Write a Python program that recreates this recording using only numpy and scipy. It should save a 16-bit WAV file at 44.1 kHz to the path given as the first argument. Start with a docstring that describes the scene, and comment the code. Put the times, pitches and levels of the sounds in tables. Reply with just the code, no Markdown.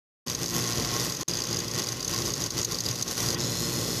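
"""Arcing contactor, close up

A burnt contactor chatters and arcs in a metal control compartment, close to the microphone.
The contacts spit on every half cycle of the mains: raggedly and with loud ringing snaps while the arc
burns, as an even buzz once it is out. Puffs shake the cabinet and a compressor hums beside it."""
import sys
import numpy as np
from scipy import signal
from scipy.fft import rfft, irfft
from scipy.io import wavfile
from scipy.ndimage import uniform_filter1d

SR = 44100
rng = np.random.default_rng(int(sys.argv[2]) if len(sys.argv) > 2 else 0)


def bounce(signal):
    """Save signal as a 16-bit WAV file at the path given by the first command-line argument."""
    frames = np.transpose(np.atleast_2d(signal))
    limited = np.clip(frames, -1, 1)
    pcm = np.round(limited * 32767).astype(np.int16)
    wavfile.write(sys.argv[1], SR, pcm)


N = 176400
T = np.arange(N) / SR
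MAINS_HZ, ARC_OUT_S = 60, 3.37
LOW_RING_HZ, HIGH_RING_HZ = 4820, 6440  # two modes of the contacts

# Strength of the arcing and chatter. Each row: time in seconds, relative level in dB.
FLARE = [(0.27, -1.3), (0.335, 1), (0.365, -4.5), (0.43, 4), (0.48, -3), (0.56, 7.5), (0.67, 3), (0.8, 4.5),
         (0.875, 3.5), (0.955, 4.5), (1.14, -1.9), (1.17, -6.5), (1.205, -0.5), (1.42, 0), (1.445, -2.5),
         (1.53, 2), (1.72, -2), (1.795, 5.5), (1.85, -3), (1.885, 0.9), (2.05, -3.5), (2.11, 3.5),
         (2.295, 2), (2.345, -4.3), (2.405, 1), (2.46, 2.5), (2.5, -7), (2.595, 5.5), (2.65, -6.5),
         (2.725, 2.5), (2.815, -5), (2.89, 3.5), (2.97, -4), (3.01, 0.5), (3.04, -7.5), (3.065, -1.5),
         (3.115, 3.5), (3.14, -4.5), (3.19, 4.5), (3.335, 3.5), (3.37, 1.9), (3.58, 2.5), (3.64, 3.5),
         (3.99, 3)]
# Spectra of the arcing contacts and of the treble fizz. Each row: frequency in Hz, relative level in dB.
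ARCING_SPECTRUM = [(2000, -29), (3000, -16.5), (3900, -5), (4700, -5), (5100, -5), (5700, -1), (6600, -4),
                   (7000, -8.5), (7600, -18), (9000, -32)]
FIZZ_SPECTRUM = [(5000, -18), (7500, 2.5), (8200, 1), (8800, -5.5), (9750, 4), (10400, 0.5), (11400, -2.5),
                 (12300, 7.5), (12900, -12), (13500, 2.5), (14200, -4)]


def amp(db):
    """Decibels to gain."""
    return 10 ** (np.asarray(db) / 20)


def unit(x):
    """Scales to rms 1."""
    return x / np.sqrt(np.mean(x ** 2) + 1e-20)


def curve(rows):
    """Each value column of a time table, at every sample."""
    s, *columns = np.transpose(rows)
    return np.squeeze([np.interp(T, s, c) for c in columns])


def add(mix, s, sound):
    """Adds a sound at s seconds."""
    part = mix[round(s * SR):][:len(sound)]
    part += sound[:len(part)]


def colour(x, spectrum, size=8192):
    """Minimum-phase filter with the given spectrum; the result has rms 1."""
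    hz, db = np.transpose(spectrum)
    f = abs(np.fft.fftfreq(size, 1 / SR))
    log_gain = np.log(amp(np.interp(np.log(f + 1), np.log(hz), db)))
    taps = np.fft.ifft(np.exp(np.conj(signal.hilbert(log_gain)))).real[:size // 2]
    return unit(signal.oaconvolve(x, taps)[:N])


def wander(hz):
    """Random drift of rms 1, mostly slower than hz."""
    f = np.fft.rfftfreq(N, 1 / SR)
    return unit(irfft(rfft(rng.standard_normal(N)) / (1 + (f / hz) ** 4), N))


def blend(a, b, share):
    """Mixes two sounds by the power share of the first."""
    return np.sqrt(share) * a + np.sqrt(1 - share) * b


def swell(t, rise, fall=None):
    """A rounded swell that peaks at t = 0, symmetric unless a fall is given."""
    return np.exp(-(t / np.where(t < 0, rise, fall or rise)) ** 2)


def resonate(x, hz, width_hz):
    """A resonance that follows the pitch hz, scaled to rms 1."""
    turn = np.exp(2j * np.pi * np.cumsum(hz * np.ones(N)) / SR)
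    pole = np.exp(-np.pi * width_hz / SR)
    return unit((turn * signal.lfilter([1 - pole], [1, -pole], x / turn)).real)


def crackle(sparks_per_s=16000):
    """Dense tiny sparks of unequal size."""
    size = amp(3 * np.minimum(rng.exponential(1, N), 4))
    return unit(size * rng.choice([-1., 1.], N) * (rng.random(N) < sparks_per_s / SR))


def rattle(sparks, bursts, arc_out):
    """Bursts ring two contact modes; later, narrow resonances glide in the buzz as the mic moves."""
    # Spectrum of the even buzz. Each row: frequency in Hz, relative level in dB.
    even_spectrum = [(3000, -23.5), (3900, -5.5), (4650, -3.5), (5500, 0.5), (6300, -3.5), (6800, 0),
                     (7150, -10), (9000, -18.5)]
    # Narrow resonances. Each row: first pitch in Hz, final pitch in Hz, relative level in dB.
    glides = [(3860, 4350, -11), (5330, 5080, -14), (6640, 6710, -13)]
    strikes = crackle() * bursts
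    arcing = (colour(sparks, ARCING_SPECTRUM)
              + amp(-7) * resonate(strikes, LOW_RING_HZ, width_hz=240)
              + amp(-9) * resonate(strikes, HIGH_RING_HZ, width_hz=320))
    glide_left = np.exp(-np.maximum(T - ARC_OUT_S, 0) / .17)
    resonances = sum(amp(db) * resonate(crackle(), hz + (first_hz - hz) * glide_left, width_hz=80)
                     for first_hz, hz, db in glides)
    return blend(colour(sparks, even_spectrum) + resonances, arcing, arc_out)


def compartment(x, t60_s=.041):
    """Short dense echoes off the metal walls."""
    t = np.arange(SR // 5) / SR
    tail = rng.standard_normal(len(t)) * amp(-60 * t / t60_s) * (t > .001)
    return signal.oaconvolve(x, tail / np.linalg.norm(tail))[:N]


def shudder(width_s=.035):
    """Gain of the low growl, which swells briefly at each surge."""
    # Surges. Each row: time in seconds, boost in dB.
    surges = [(.8, 4.5), (2.31, 3.5), (2.41, 1.5), (3.5, 0), (3.77, 2.5), (3.89, 1)]
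    return amp(sum(db * swell(T - s, width_s) for s, db in surges))


def cabinet(cycle, ms, force):
    """A thump and a puff on each half cycle shake the cabinet into a low growl."""
    # Response of the cabinet. Each row: frequency in Hz, relative level in dB.
    spectrum = [(20, -62), (40, -18), (58, -9), (85, -1), (125, 8), (165, 0.5), (205, -3), (260, 0.5),
                (380, -2), (520, -6), (1200, -24), (3000, -58)]
    thumps = unit(np.diff(cycle, prepend=cycle[0]) * force)
    puffs = unit(rng.standard_normal(N) * swell(ms, 3.4))
    return blend(colour(compartment(thumps), spectrum), colour(puffs, spectrum), share=.13) * shudder()


def chatter():
    """One burst of sparks per half cycle rattles the contacts, rasps, fizzes and shakes the cabinet."""
    # Where the burst falls in the half cycle. Each row: time in seconds, lag in milliseconds.
    lag = [(.3, 7.17), (1.22, 6.33), (1.29, 3.76), (2.3, 4.5), (2.7, 5.5), (3.1, 4), (3.42, 4.5), (4, 5.4)]
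    # How unequal the bursts are. Each row: time in seconds, spread in dB.
    raggedness = [(.3, 5), (.6, 3.5), (1.05, 3.5), (1.3, 5), (3.2, 5), (3.42, 1.5)]
    # Sizzle between the bursts. Each row: time in seconds, level against a burst in dB.
    sizzle_levels = [(.3, -4.5), (.6, -7), (1.0, -4), (1.3, -2.5), (3.0, -5), (3.25, -1.5), (3.42, -12),
                     (4, -2.5)]
    # Slow balance. Each row: time in seconds, then relative dB of rattle, rasp, fizz and cabinet shake.
    balance = [(.27, -37, -41.5, -45, -33.5), (.55, -35.5, -42.5, -42, -38.5), (.9, -35.5, -41, -46, -38),
               (1.05, -33.5, -39, -39.5, -33.5), (1.4, -39.5, -41, -50, -35), (2.1, -37, -42, -45, -35.5),
               (2.85, -35.5, -42, -46, -34.5), (3.22, -36.5, -41, -41.5, -36),
               (3.45, -31.5, -43, -44.5, -32.5), (3.62, -33.5, -44.5, -42.5, -37.5),
               (4, -36.5, -44, -43.5, -35.5)]
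    # Midrange rasp. Each row: frequency in Hz, relative level in dB.
    rasp_spectrum = [(400, -20.5), (700, -2), (930, 0.5), (1070, 6.5), (1220, -0.5), (1420, 1.5),
                     (1700, -4), (1940, 3.5), (2250, -2.5), (2900, 2.5), (3450, 5), (4500, -22.5),
                     (7000, -21.5)]

    rate_hz = 2 * MAINS_HZ
    turns = (T - curve(lag) / 1000) * rate_hz + 1
    cycle = np.round(turns).astype(int)
    ms = (turns - cycle) / rate_hz * 1000  # time from the nearest burst's peak
    spark_chance, thump_chance = rng.standard_normal((cycle.max() + 1, 2))[cycle].T.clip(-2, 1)
    strength = amp(curve(raggedness) * spark_chance)
    bursts = swell(ms, rise=1.5, fall=2.1) * strength
    sizzle = amp(curve(sizzle_levels))
    arc_out = np.clip((T - ARC_OUT_S) / .076, 0, 1)
    # the bounces of one half cycle partly repeat in the next, more so once the arc is out
    bounces = np.interp(ms, np.arange(-200, 200) * 1000 / SR, rng.choice([-1., 1.], 400))
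    drive = blend(unit(bounces), crackle(), share=.22 * (.36 + .56 * arc_out))

    rattling = rattle(drive * np.hypot(bursts, sizzle), bursts, arc_out)
    rasp = colour(drive * np.hypot(bursts, amp(.5)), rasp_spectrum)
    spit = swell(ms, 1.7) * strength
    fizz = colour(crackle() * np.hypot(spit, amp(-3.5) * sizzle), FIZZ_SPECTRUM)
    shake = cabinet(cycle, ms, force=1 + .73 * thump_chance)

    rattle_db, rasp_db, fizz_db, shake_db = curve(balance)
    flare_db = curve(FLARE)
    capped_db = np.minimum(flare_db, 6)  # rattle and fizz follow the flare only this far
    contacts = rattling * amp(rattle_db + .88 * capped_db - 1) + fizz * amp(fizz_db + capped_db + .5)
    pause = amp(-16.5 * swell(T - 3.366, .017))  # the contacts rest as the arc dies
    body = rasp * amp(rasp_db + .63) + shake * amp(shake_db - 2.5)
    return contacts * pause + body * amp(flare_db)


def panel():
    """The sheet metal sings on a few multiples of the mains, most strongly when the arc flares."""
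    # Panel tones. Each row: multiple of the mains, relative level in dB.
    harmonics = [(12, -60.5), (18, -53.5), (24, -71)]
    # How freely the metal sings. Each row: time in seconds, gain in dB.
    singing = [(.6, -1), (.95, 8), (1.2, -3), (3.0, -5), (3.25, 7.5), (3.4, -9)]
    tones = np.zeros(N)
    for k, db in harmonics:
        level = amp(db) * (1 + .35 * wander(hz=3))
        tones += level * np.sin(2 * np.pi * k * MAINS_HZ * T + 1.54 * wander(hz=2.6))
    return tones * amp(2.1 * curve(FLARE) + curve(singing))


def compressor(shaft_hz=57.75, waver=.41):
    """Wavering multiples of the shaft speed, which surge and sag with the chatter."""
    # Hum. Each row: multiple of the shaft speed, relative level in dB.
    harmonics = [(1, -52), (2, -44), (3, -45), (4, -48.5), (5, -51.5), (6, -44), (7, -52), (8, -50),
                 (10, -56.5)]
    hum = np.zeros(N)
    for k, db in harmonics:
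        level = np.sqrt(2) * amp(db) * (1 + waver * wander(hz=4.4))
        phase = 2 * np.pi * (k * shaft_hz * T + rng.random())
        hum += level * np.sin(phase + waver * wander(hz=6.1))
    rise_db = 1.5 * np.clip((T - ARC_OUT_S) / .16, 0, 1)  # a little stronger once the arc is out
    return hum * shudder() * amp(curve(FLARE) + rise_db - 4.5)


def ring(hz, spread_hz):
    """A metallic ring whose pitch differs a little from snap to snap."""
    return np.sqrt(2) * np.sin(2 * np.pi * np.cumsum(hz + spread_hz * wander(hz=337)) / SR)


def snaps(lead_s=.005):
    """Hard strikes of the arc: two short metallic rings, a noisy body and a bright crack."""
    # Strikes. Each row: time in seconds, then relative dB of the lower and the upper ring.
    strikes = [(0.282, -28, -30), (0.2999, -28, -24), (0.3156, -32, -29), (0.3504, -32, -23),
               (0.4427, -31, -28), (0.4606, -31, -25), (0.5075, -30, -34), (0.541, -26, -30),
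               (0.6085, -29, -29), (0.64, -27, -27), (0.676, -30, -25), (0.7328, -29, -26),
               (0.774, -27, -31), (0.8243, -28, -32), (0.8497, -28, -31), (0.9985, -27, -30),
               (1.0657, -28, -31), (1.0986, -28, -32), (1.1236, -35, -29), (1.15, -31, -32),
               (1.1694, -38, -27), (1.2109, -36, -25), (1.2846, -33, -20), (1.2963, -29, -29),
               (1.3125, -26, -32), (1.337, -23, -29), (1.3541, -27, -30), (1.3718, -28, -26),
               (1.3895, -31, -26), (1.4043, -28, -31), (1.421, -27, -31), (1.4394, -33, -25),
               (1.4539, -30, -35), (1.4716, -33, -29), (1.4902, -35, -30), (1.5126, -28, -31),
               (1.5298, -24, -27), (1.5455, -28, -31), (1.57, -24, -27), (1.5899, -38, -23),
               (1.604, -27, -30), (1.6824, -27, -34), (1.7139, -30, -27), (1.7466, -30, -29),
               (1.7995, -29, -24), (1.821, -27, -32), (1.8409, -34, -27), (1.871, -29, -31),
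               (1.8889, -26, -25), (1.9224, -31, -27), (2.0066, -29, -33), (2.0291, -27, -34),
               (2.0479, -34, -25), (2.0812, -31, -22), (2.129, -27, -30), (2.1454, -27, -32),
               (2.1628, -28, -31), (2.1788, -27, -31), (2.2204, -33, -28), (2.2593, -32, -24),
               (2.2722, -30, -29), (2.305, -33, -27), (2.3392, -31, -23), (2.4039, -35, -27),
               (2.4208, -25, -29), (2.44, -34, -22), (2.4633, -26, -27), (2.5064, -32, -25),
               (2.5793, -27, -30), (2.5956, -30, -26), (2.6156, -34, -23), (2.6314, -33, -25),
               (2.6491, -31, -19), (2.7208, -29, -32), (2.7459, -23, -31), (2.7875, -25, -30),
               (2.8063, -36, -20), (2.863, -21, -32), (2.8876, -24, -29), (2.9127, -25, -26),
               (2.9572, -34, -27), (3.0259, -30, -19), (3.0799, -30, -27), (3.1126, -30, -30),
               (3.1795, -27, -30), (3.2039, -28, -26), (3.2624, -28, -25), (3.2878, -20, -29),
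               (3.3053, -24, -29), (3.3286, -33, -28), (3.3458, -23, -27)]
    t = np.arange(-lead_s, 4 * lead_s, 1 / SR)
    tail = (t > 0) * amp(1) * np.exp(-t / .0032)
    envelope = np.maximum(swell(t, .0014), tail)
    low, high, crack = np.zeros((3, N))
    for s, low_db, high_db in strikes:
        add(low, s - lead_s, amp(low_db) * envelope)
        add(high, s - lead_s, amp(high_db) * envelope)
        add(crack, s - lead_s, np.hypot(amp(low_db), amp(high_db)) * swell(t, .0052))
    rings = low * ring(LOW_RING_HZ, spread_hz=125) + high * ring(HIGH_RING_HZ, spread_hz=190)
    body = np.hypot(low, high) * colour(crackle(), ARCING_SPECTRUM)
    crack *= colour(crackle(), FIZZ_SPECTRUM)
    softening = amp(-.5 * np.maximum(curve(FLARE), 0))  # snaps soften as the arc becomes continuous
    return (amp(-2) * rings + amp(-6.5) * body + amp(-17) * crack) * softening


def scene():
    """Contactor, compartment echoes, singing panel and compressor at one close microphone."""
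    buzz, hits = chatter(), snaps()
    echoes = amp(-16.5) * compartment(buzz) + amp(-20) * compartment(hits)
    return (buzz + hits + echoes + panel() + compressor())[None]


def record(dry, ceiling=.26, top_hz=13850):
    """The sound starts abruptly and cuts out once for an instant; peaks are rounded, top treble cut."""
    onset = np.clip((T - .261) / .009, 0, 1)
    gap = np.where((T > 1.2335) & (T < 1.2798), amp(-41.5), 1)
    gate = uniform_filter1d(onset * gap, size=30)
    rounded = ceiling * np.tanh(dry / ceiling)
    lowpass = signal.firwin(255, top_hz, window=("kaiser", 9), fs=SR)
    return signal.oaconvolve(rounded * gate, lowpass[None], "same")


dry = scene()
out = record(dry)
bounce(out)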